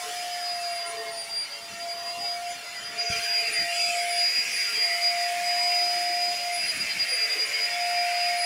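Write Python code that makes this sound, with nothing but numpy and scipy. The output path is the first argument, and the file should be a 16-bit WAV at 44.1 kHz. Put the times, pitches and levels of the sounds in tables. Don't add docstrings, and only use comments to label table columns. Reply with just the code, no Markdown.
import sys
import numpy as np
from scipy import signal
from scipy.fft import rfft, irfft, next_fast_len
from scipy.io import wavfile
from scipy.ndimage import map_coordinates

SR = 44100
rng = np.random.default_rng(int(sys.argv[2]) if len(sys.argv) > 2 else 0)


def digitize_waveform(pressure):
    field = np.atleast_2d(pressure).T
    bounded = np.clip(field, -1, 1)
    quanta = np.round(bounded * 32767).astype(np.int16)
    wavfile.write(sys.argv[1], SR, quanta)


N = 372644


def from_db(db):
    return 10 ** (np.asarray(db) / 20)


def unit_rms(x):
    return x / np.sqrt(np.mean(x ** 2) + 1e-20)


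def curve(rows):
    return np.interp(np.arange(N) / SR, *np.transpose(rows))


def step(t_s, edge_s):
    return .5 + .5 * np.tanh((np.arange(N) / SR - t_s) / edge_s)


def swell(mid_s, length_s):
    at = np.arange(max(0, int((mid_s - length_s / 2) * SR)), min(N, int((mid_s + length_s / 2) * SR)))
    return at, np.cos(np.pi * (at / SR - mid_s) / length_s) ** 2


def swells(rows, rest_db):
    gain = np.full(N, from_db(rest_db))
    for mid_s, length_s, level_db in rows:
        at, shape = swell(mid_s, length_s)
        gain[at] = np.hypot(gain[at], from_db(level_db) * shape)
    return gain


def drift(rate_hz):
    hop, settle = 40, 2000
    pole = np.exp(-2 * np.pi * rate_hz * hop / SR)
    white = rng.standard_normal(N // hop + settle + 2)
    slow = signal.lfilter([1], [1, -2 * pole, pole * pole], white)[settle:]
    return np.interp(np.arange(N) / hop, np.arange(len(slow)), unit_rms(slow))


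def turbulence(spectrum):
    size = next_fast_len(N)
    octave = np.log2(np.maximum(np.arange(size // 2 + 1) * SR / size, 1))
    f_hz, level_db = np.transpose(spectrum)
    knots = np.log2(f_hz)
    beyond = np.abs(octave - np.clip(octave, knots[0], knots[-1]))
    shape = from_db(np.interp(octave, knots, level_db) - 30 * beyond)
    return unit_rms(irfft(rfft(rng.standard_normal(size)) * shape, size)[:N])


def airflow(gain, spectrum, flutter_db):
    return gain * from_db(flutter_db * drift(9)) * turbulence(spectrum)


def tone(cycles, gain, shimmer):
    scatter = 1 + shimmer * (drift(37) + 1j * drift(36))
    return np.sqrt(2) * gain * np.real(scatter * np.exp(2j * np.pi * cycles))


# t/s, level/dB
HUM_DB = [(0, -39), (.3, -35.5), (.72, -33.5), (.82, -37), (1.18, -38.5), (1.86, -35.5), (2.0, -38),
          (2.33, -36.5), (2.49, -31.5), (2.65, -37), (3.12, -35.5), (3.25, -40.5), (3.7, -34), (3.83, -36),
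          (3.98, -29.5), (4.07, -32), (4.85, -37), (5.2, -30.3), (6.0, -31.3), (6.12, -29.8), (6.5, -32),
          (7.7, -31), (8.0, -28.4), (8.45, -30.5)]
# enter t/s, leave t/s, loss/dB
HUM_NODES = [(1.205, 1.8, 10), (1.37, 1.56, 10), (2.535, 2.96, 13), (3.475, 3.565, 16), (4.26, 4.81, 18),
             (6.35, 6.42, 11), (6.59, 7.735, 12), (6.66, 7.17, 9), (7.28, 7.58, 9)]


def rotor_hum(turns):
    loss_db = sum(db * (step(enter_s, edge_s=.018) - step(leave_s, edge_s=.045))
                  for enter_s, leave_s, db in HUM_NODES)
    gain = from_db(curve(HUM_DB) - loss_db + .6 * drift(5.7))
    hum = tone(turns, gain, shimmer=.03)
    skirt = tone(.925 * turns, gain * from_db(-30) * drift(7.4), shimmer=.87)
    return hum + skirt


# opening null t/s, null level/dB, crest level/dB
WHINE_ARCHES = [(.12, -58, -39), (.294, -52, -36), (.384, -40, -32), (.611, -44, -34.5), (.72, -37, -34),
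                (.9, -52, -50), (.945, -56, -38.5), (1.043, -58, -40.5), (1.138, -46, -35.5),
                (1.274, -54, -28.5), (1.486, -58, -37), (1.59, -64, -42), (1.7, -64, -43.5),
                (1.784, -61, -35), (1.862, -59, -34), (1.962, -43, -37), (2.023, -40, -33.5),
                (2.156, -51, -30.5), (2.395, -62, -43), (2.6, -67, -43.5), (2.748, -48, -35.5),
                (2.813, -56, -37), (2.925, -44, -56), (2.97, -56, -25.5), (3.048, -50, -28),
                (3.097, -33, -29.5), (3.146, -41, -31.5), (3.206, -47, -30), (3.3, -27, -24.5),
                (3.433, -32, -28), (3.515, -54, -26.5), (3.675, -56, -35), (3.737, -34, -26),
                (3.934, -45, -32.5), (4.07, -51, -31.5), (4.19, -24.5, -23.5), (4.314, -27.5, -23.5),
                (4.453, -55, -35), (4.494, -46, -33), (4.6, -27, -28.5), (4.716, -34.5, -28),
                (4.8, -26.5, -21.5), (4.875, -29, -28), (4.998, -42, -22), (5.136, -36, -30),
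                (5.32, -51, -44), (5.414, -48, -28), (5.6, -26, -25.5), (6.024, -31.5, -31),
                (6.17, -29.5, -27), (6.33, -31.5, -33), (6.507, -40, -35), (6.6, -30.5, -28.5),
                (6.668, -35, -26.5), (6.73, -48, -36), (6.785, -42, -27), (6.85, -50, -36),
                (6.881, -53, -29.5), (6.944, -54, -41), (6.98, -38, -23.5), (7.057, -46, -27),
                (7.195, -28, -24), (7.28, -43, -24.5), (7.363, -37, -24), (7.47, -47, -36),
                (7.52, -42, -27), (7.58, -35, -25), (7.686, -38, -32), (7.77, -42, -31.5),
                (7.903, -33, -29.5), (8.09, -40, -29), (8.382, -35.5, -28.5)]


def blade_whine(blade_passes, sharpness=1.31, last_arch_s=.11):
    null_s, null_db, crest_db = np.transpose(WHINE_ARCHES)
    count = len(null_s)
    edges_s = np.append(null_s, null_s[-1] + last_arch_s)
    arches_passed = np.interp(np.arange(N) / SR, edges_s, np.arange(count + 1))
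    crest = from_db(crest_db)[np.minimum(arches_passed.astype(int), count - 1)]
    null = from_db(np.interp(arches_passed, np.arange(count), null_db))
    arch = np.abs(np.sin(np.pi * arches_passed)) ** sharpness
    gain = np.hypot(crest * arch, null * np.sqrt(1 - arch ** 2))
    return tone(blade_passes, gain, shimmer=.1)


# mid t/s, length/s, level/dB
OCTAVE_FLARES = [(0.13, .35, -54), (.61, 0.2, -50), (.75, 0.16, -45), (.89, 0.13, -42.5), (1.04, 0.18, -63),
                 (1.21, 0.29, -42), (1.4, 0.2, -43.5), (1.8, 0.091, -56), (2.5, 0.11, -50), (2.85, .1, -55),
                 (3.0, 0.062, -53), (3.14, 0.057, -44.5), (3.23, .14, -47), (3.39, 0.1, -47),
                 (3.54, 0.08, -36.5), (3.63, .1, -48), (4.12, 0.4, -41.5), (4.57, 0.16, -39),
                 (6.0, .25, -48), (6.57, 0.15, -37.5), (6.67, 0.23, -39.5), (6.78, 0.14, -44),
                 (7.12, 0.18, -36), (7.47, .1, -43), (8.42, 0.18, -37.5)]


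def blade_octave(blade_passes):
    gain = swells(OCTAVE_FLARES, rest_db=-62) * from_db(.73 * drift(8.1))
    return tone(2 * blade_passes, gain, shimmer=.37)


# t/s, f/Hz
ROTOR_HZ = [(0.0, 709.2), (0.2, 710.2), (0.5, 704.3), (0.6, 697.4), (1.09, 680.8), (1.29, 679.0),
            (2.09, 691.2), (2.19, 696.5), (2.58, 702.6), (3.58, 688.6), (3.98, 698.6), (4.87, 691.7),
            (5.37, 702.1), (5.96, 705.3), (6.36, 704.5), (7.26, 689.6), (7.75, 703.9), (8.45, 701.9)]
# multiple of rotation rate, level/dB
OVERTONES_DB = [(2, -63.5), (3, -89), (4, -72), (6, -85), (14, -70.5), (21, -76)]


def motor(blades=7, fading_db=6):
    turns = np.cumsum(curve(ROTOR_HZ) + .2 * drift(12)) / SR
    out = rotor_hum(turns) + blade_whine(blades * turns) + blade_octave(blades * turns)
    for multiple, level_db in OVERTONES_DB:
        gain = from_db(level_db + fading_db * np.tanh(drift(11)))
        out += tone(multiple * turns, gain, shimmer=.96)
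    return out


# f/Hz, level/dB
VENT_SPECTRUM = [(330, -10), (420, -5), (570, 2.5), (660, 5.5), (770, 0.5), (1060, -0.5), (1220, 0),
                 (1400, 1.5), (1600, -3.5), (2050, 2.5), (2450, -1.5), (2800, 2), (3500, 1), (3900, -2),
                 (4350, -7), (5400, -5)]
# t/s, gain/dB
FACING_DB = [(0, 4), (.3, 1.5), (.7, 0.5), (1.5, -1), (2.3, 0.5), (3.1, -1.5), (3.8, 0.5), (8.45, 1.5)]


def vent_rush():
    return airflow(from_db(-44 + curve(FACING_DB)), VENT_SPECTRUM, flutter_db=.25)


# f/Hz, level/dB
THROAT_SPECTRUM = [(1050, -30), (1450, -7.5), (1750, -2), (1950, 3.5), (2120, 6), (2340, 6), (2650, 0),
                   (3000, -4.5), (3300, -14), (3900, -15.5), (4400, -10.5), (5200, -7), (6500, -71)]
# t/s, pitch ratio
THROAT_RATIO = [(2.8, 0.85), (3.2, 1.135), (3.47, 0.98), (3.63, 0.95), (3.76, 1.165), (4.1, 1.043),
                (4.6, 1.03), (5.2, 1.004), (8.45, 1.014)]
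# t/s, seal (0 lifted, 1 tight)
NOZZLE_SEAL = [(0, 0.53), (1.05, 0.32), (1.35, 0.015), (2.5, 0), (2.92, 0.62), (3.15, 0.97), (4.6, 1),
               (5.3, 0.94), (5.9, 0.88), (6.5, 0.82), (6.72, 0.96), (7.05, 1), (7.4, 1), (8.45, 1)]


def throat_suction(sealed_db=-32.5, lifted_loss_db=25):
    read_at = np.cumsum(curve(THROAT_RATIO)) % (N - 1)
    shifted = map_coordinates(turbulence(THROAT_SPECTRUM), [read_at], order=3)
    return from_db(sealed_db - lifted_loss_db * (1 - curve(NOZZLE_SEAL))) * shifted


# f/Hz, level/dB
DUCT_MODES = [(780, -63.5), (1650, -59.5), (1900, -55.5), (2110, -52.5), (2260, -51.5), (2400, -54),
              (2720, -52.5), (3020, -55.5), (3140, -58), (3560, -58), (4230, -54.5), (4440, -54),
              (5430, -58.5), (5960, -57), (7020, -57)]


def duct_rings(edge_ratio=1.074, flicker_db=11, flicker_hz=6.5, lifted_loss_db=4.5):
    out = np.zeros(N)
    for f_hz, level_db in DUCT_MODES:
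        gain = from_db(level_db + flicker_db * np.tanh(drift(flicker_hz)))
        out += gain * turbulence([(f_hz / edge_ratio, -32), (f_hz, 0), (f_hz * edge_ratio, -32)])
    return out * from_db(-lifted_loss_db * (1.5 - curve(NOZZLE_SEAL)))


# f/Hz, level/dB
LIP_SPECTRUM = [(3600, -1), (4900, 10), (5700, 6.5), (6400, 4), (7100, 6.5), (8000, 2.5), (9000, 3),
                (9700, 6), (10800, -1), (11800, -5), (13000, -2.5), (14300, -7.5), (15700, -8.5)]


def lip_hiss(landing_s=3.09, lifted_loss_db=7, fade_db_per_s=1):
    lifted = 1 - step(landing_s, edge_s=.016)
    landed_s = np.maximum(np.arange(N) / SR - landing_s, 0)
    level_db = -38 + 2 * curve(FACING_DB) - lifted_loss_db * lifted - fade_db_per_s * landed_s
    return airflow(from_db(level_db), LIP_SPECTRUM, flutter_db=.65)


# f/Hz, level/dB
TUBE_SPECTRUM = [(290, -16), (370, -7), (405, -5), (445, 6), (485, -6.5), (550, -10.5), (760, -30)]
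# mid t/s, length/s, level/dB
TUBE_SWELLS = [(.08, 0.22, -51), (1.0, 0.37, -48), (1.2, .3, -55), (3.1, 0.69, -49.5), (3.46, 0.37, -49),
               (4.78, 0.28, -54), (6.72, 0.18, -54), (7.38, 0.8, -49.5)]


def tube_drone():
    return airflow(swells(TUBE_SWELLS, rest_db=-67), TUBE_SPECTRUM, flutter_db=3)


# f/Hz, level/dB
HEAD_SPECTRUM = [(25, -34), (50, -12), (75, -3), (105, -1), (150, -0.5), (190, 2.5), (225, 0.5), (300, 1.5),
                 (420, -9)]
# mid t/s, length/s, level/dB
HEAD_SHOVES = [(1.78, 0.26, -59), (2.21, 0.25, -57), (2.92, 0.4, -55.5), (3.61, 0.13, -53),
               (4.44, .34, -61), (6.64, .16, -56), (6.8, 0.2, -48), (6.97, 0.2, -47.5)]


def head_rumble():
    return airflow(swells(HEAD_SHOVES, rest_db=-64.5), HEAD_SPECTRUM, flutter_db=3)


# mid t/s, length/s, f/Hz, level/dB
RASP_BANDS = [(.25, 0.77, 3000, -45.5), (0.867, .25, 2110, -44.5), (0.99, 0.58, 1040, -47),
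              (2.197, 0.81, 1030, -50.5), (2.962, 0.24, 2130, -39), (3.104, 0.47, 5950, -41.5),
              (3.183, 0.46, 1560, -40), (3.25, .4, 13500, -53), (3.467, 0.44, 2510, -34.5),
              (3.78, .2, 2750, -37), (3.877, .16, 2440, -33), (3.867, 0.47, 7160, -41),
              (3.84, 0.73, 9000, -44), (4.5, 0.77, 5594, -40.5), (5.599, .6, 7615, -50),
              (5.693, 0.56, 1040, -53), (5.988, 0.98, 355, -56), (7.13, 0.14, 503, -45)]


def rasps(edge_ratio=1.25):
    out = np.zeros(N)
    for mid_s, length_s, f_hz, level_db in RASP_BANDS:
        at, shape = swell(mid_s, length_s)
        band = turbulence([(f_hz / edge_ratio, -22), (f_hz, 0), (f_hz * edge_ratio, -22)])
        out[at] += from_db(level_db) * shape * band[at]
    return out


# mid t/s, f/Hz, level/dB
BRIEF_WHISTLES = [(.04, 1055, -45), (.48, 4420, -43), (.61, 2660, -42.5), (.71, 2760, -45.5),
                  (.87, 1378, -43.5), (1.01, 1843, -41), (1.08, 2150, -40.5), (1.45, 2230, -46),
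                  (1.56, 3133, -47), (1.58, 2780, -46), (1.72, 5900, -50), (1.78, 1830, -46),
                  (2.15, 4155, -49), (2.16, 2790, -41.5), (2.24, 807, -42.5), (2.37, 2280, -42),
                  (2.52, 7019, -46), (2.53, 6072, -47), (2.69, 2036, -43.5), (2.77, 1995, -40),
                  (2.81, 6987, -48), (2.82, 3060, -45), (3.14, 3190, -39.5), (3.14, 1374, -41),
                  (3.14, 2390, -33.5), (3.25, 10800, -52), (3.58, 2056, -32.5), (3.71, 2790, -35.5),
                  (4.61, 2250, -33), (4.7, 1388, -42), (4.77, 3219, -39), (4.93, 1970, -32.5),
                  (5.47, 7730, -44), (5.62, 968, -46), (5.64, 7730, -44), (5.73, 2740, -36),
                  (6.64, 2690, -37.5), (6.69, 4190, -42), (6.91, 3143, -42), (6.92, 4177, -39),
                  (7.21, 2386, -36), (7.32, 3594, -45), (7.49, 6955, -43), (7.56, 3100, -40),
                  (7.57, 2200, -31), (7.75, 3450, -42), (8.09, 2680, -35), (8.23, 2690, -35.5)]


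def brief_whistles(length_s=.11, waver=.00399):
    out = np.zeros(N)
    wavering_s = np.cumsum(1 + waver * drift(28.2)) / SR
    for mid_s, f_hz, level_db in BRIEF_WHISTLES:
        at, shape = swell(mid_s, length_s)
        out[at] += np.sqrt(2) * from_db(level_db) * shape * np.sin(2 * np.pi * f_hz * wavering_s[at])
    return out


# mid t/s, span/s, low f/Hz, high f/Hz, top level/dB
PILE_SCRAPES = [(3.169, 0.31, 5620, 7260, -46), (3.34, 0.52, 8860, 11250, -53),
                (3.86, 0.3, 6730, 8260, -43), (3.888, 0.35, 8300, 10960, -50)]


def pile_chirps(length_s=.037, spread_db=11, per_scrape=40):
    out = np.zeros(N)
    for mid_s, span_s, low_hz, high_hz, top_db in PILE_SCRAPES:
        for when, pitch, weakness, phase in rng.random((per_scrape, 4)):
            at, shape = swell(mid_s + span_s * (when - .5), length_s)
            f_hz = low_hz * (high_hz / low_hz) ** pitch
            peak = np.sqrt(2) * from_db(top_db - spread_db * weakness)
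            out[at] += peak * shape * np.sin(2 * np.pi * (f_hz * at / SR + phase))
    return out


# t/s, level/dB
FLOOR_BLOWS = [(3.099, -45.5), (3.160, -60), (3.186, -61)]
# f/Hz, gain/dB, t60/s
FLOOR_MODES = [(66.5, -24, .12), (96, 11, 0.1), (126, 10.5, 0.1), (180, 11.5, 0.078)]


def floor_bump(contact_hz=350):
    blows, out = np.full(N, 1e-18), np.zeros(N)
    for t_s, level_db in FLOOR_BLOWS:
        blows[round(t_s * SR)] = from_db(level_db)
    for f_hz, gain_db, t60_s in FLOOR_MODES:
        radius = np.exp(-np.log(1000) / (t60_s * SR))
        angle = 2 * np.pi * f_hz / SR
        ring = signal.lfilter([0, np.sin(angle)], [1, -2 * radius * np.cos(angle), radius ** 2], blows)
        out += from_db(gain_db) * ring
    return signal.sosfilt(signal.butter(2, [45, contact_hz], "band", fs=SR, output="sos"), out)


def reflections(x, strength, first_s, last_s, sway_s, count):
    at, out = np.arange(N), x.copy()
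    delays_s = np.geomspace(first_s, last_s, count) * rng.uniform(.85, 1.15, count)
    for k, delay_s in enumerate(delays_s):
        lag = (delay_s + sway_s * drift(.513)) * SR
        out += (-1) ** k * strength * np.interp(at - lag, at, x, left=0)
    return out / np.sqrt(1 + count * strength ** 2)


# t/s, share of direct sound
NEAR_ECHO_SHARE = [(0, 0.25), (2.8, 0.34), (3.15, 0.6), (3.9, 0.8), (4.3, 0.22), (6, 0.22), (8.45, 0.2)]


def reflected_noise():
    rush = vent_rush() + throat_suction() + lip_hiss()
    drone = tube_drone()
    near = reflections(rush + rasps(), curve(NEAR_ECHO_SHARE),
                       first_s=.0011, last_s=.0045, sway_s=.0005, count=4)
    return reflections(near + drone, strength=.18, first_s=.007, last_s=.026, sway_s=.00015, count=8)


def scene():
    mono = head_rumble() + motor() + duct_rings() + pile_chirps()
    mono += reflected_noise() + brief_whistles() + floor_bump()
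    return np.stack([mono, mono])


def record(dry):
    cutoff_hz = 15720
    return signal.sosfilt(signal.ellip(12, .1, 90, cutoff_hz, fs=SR, output="sos"), dry)


dry = scene()
out = record(dry)
digitize_waveform(out)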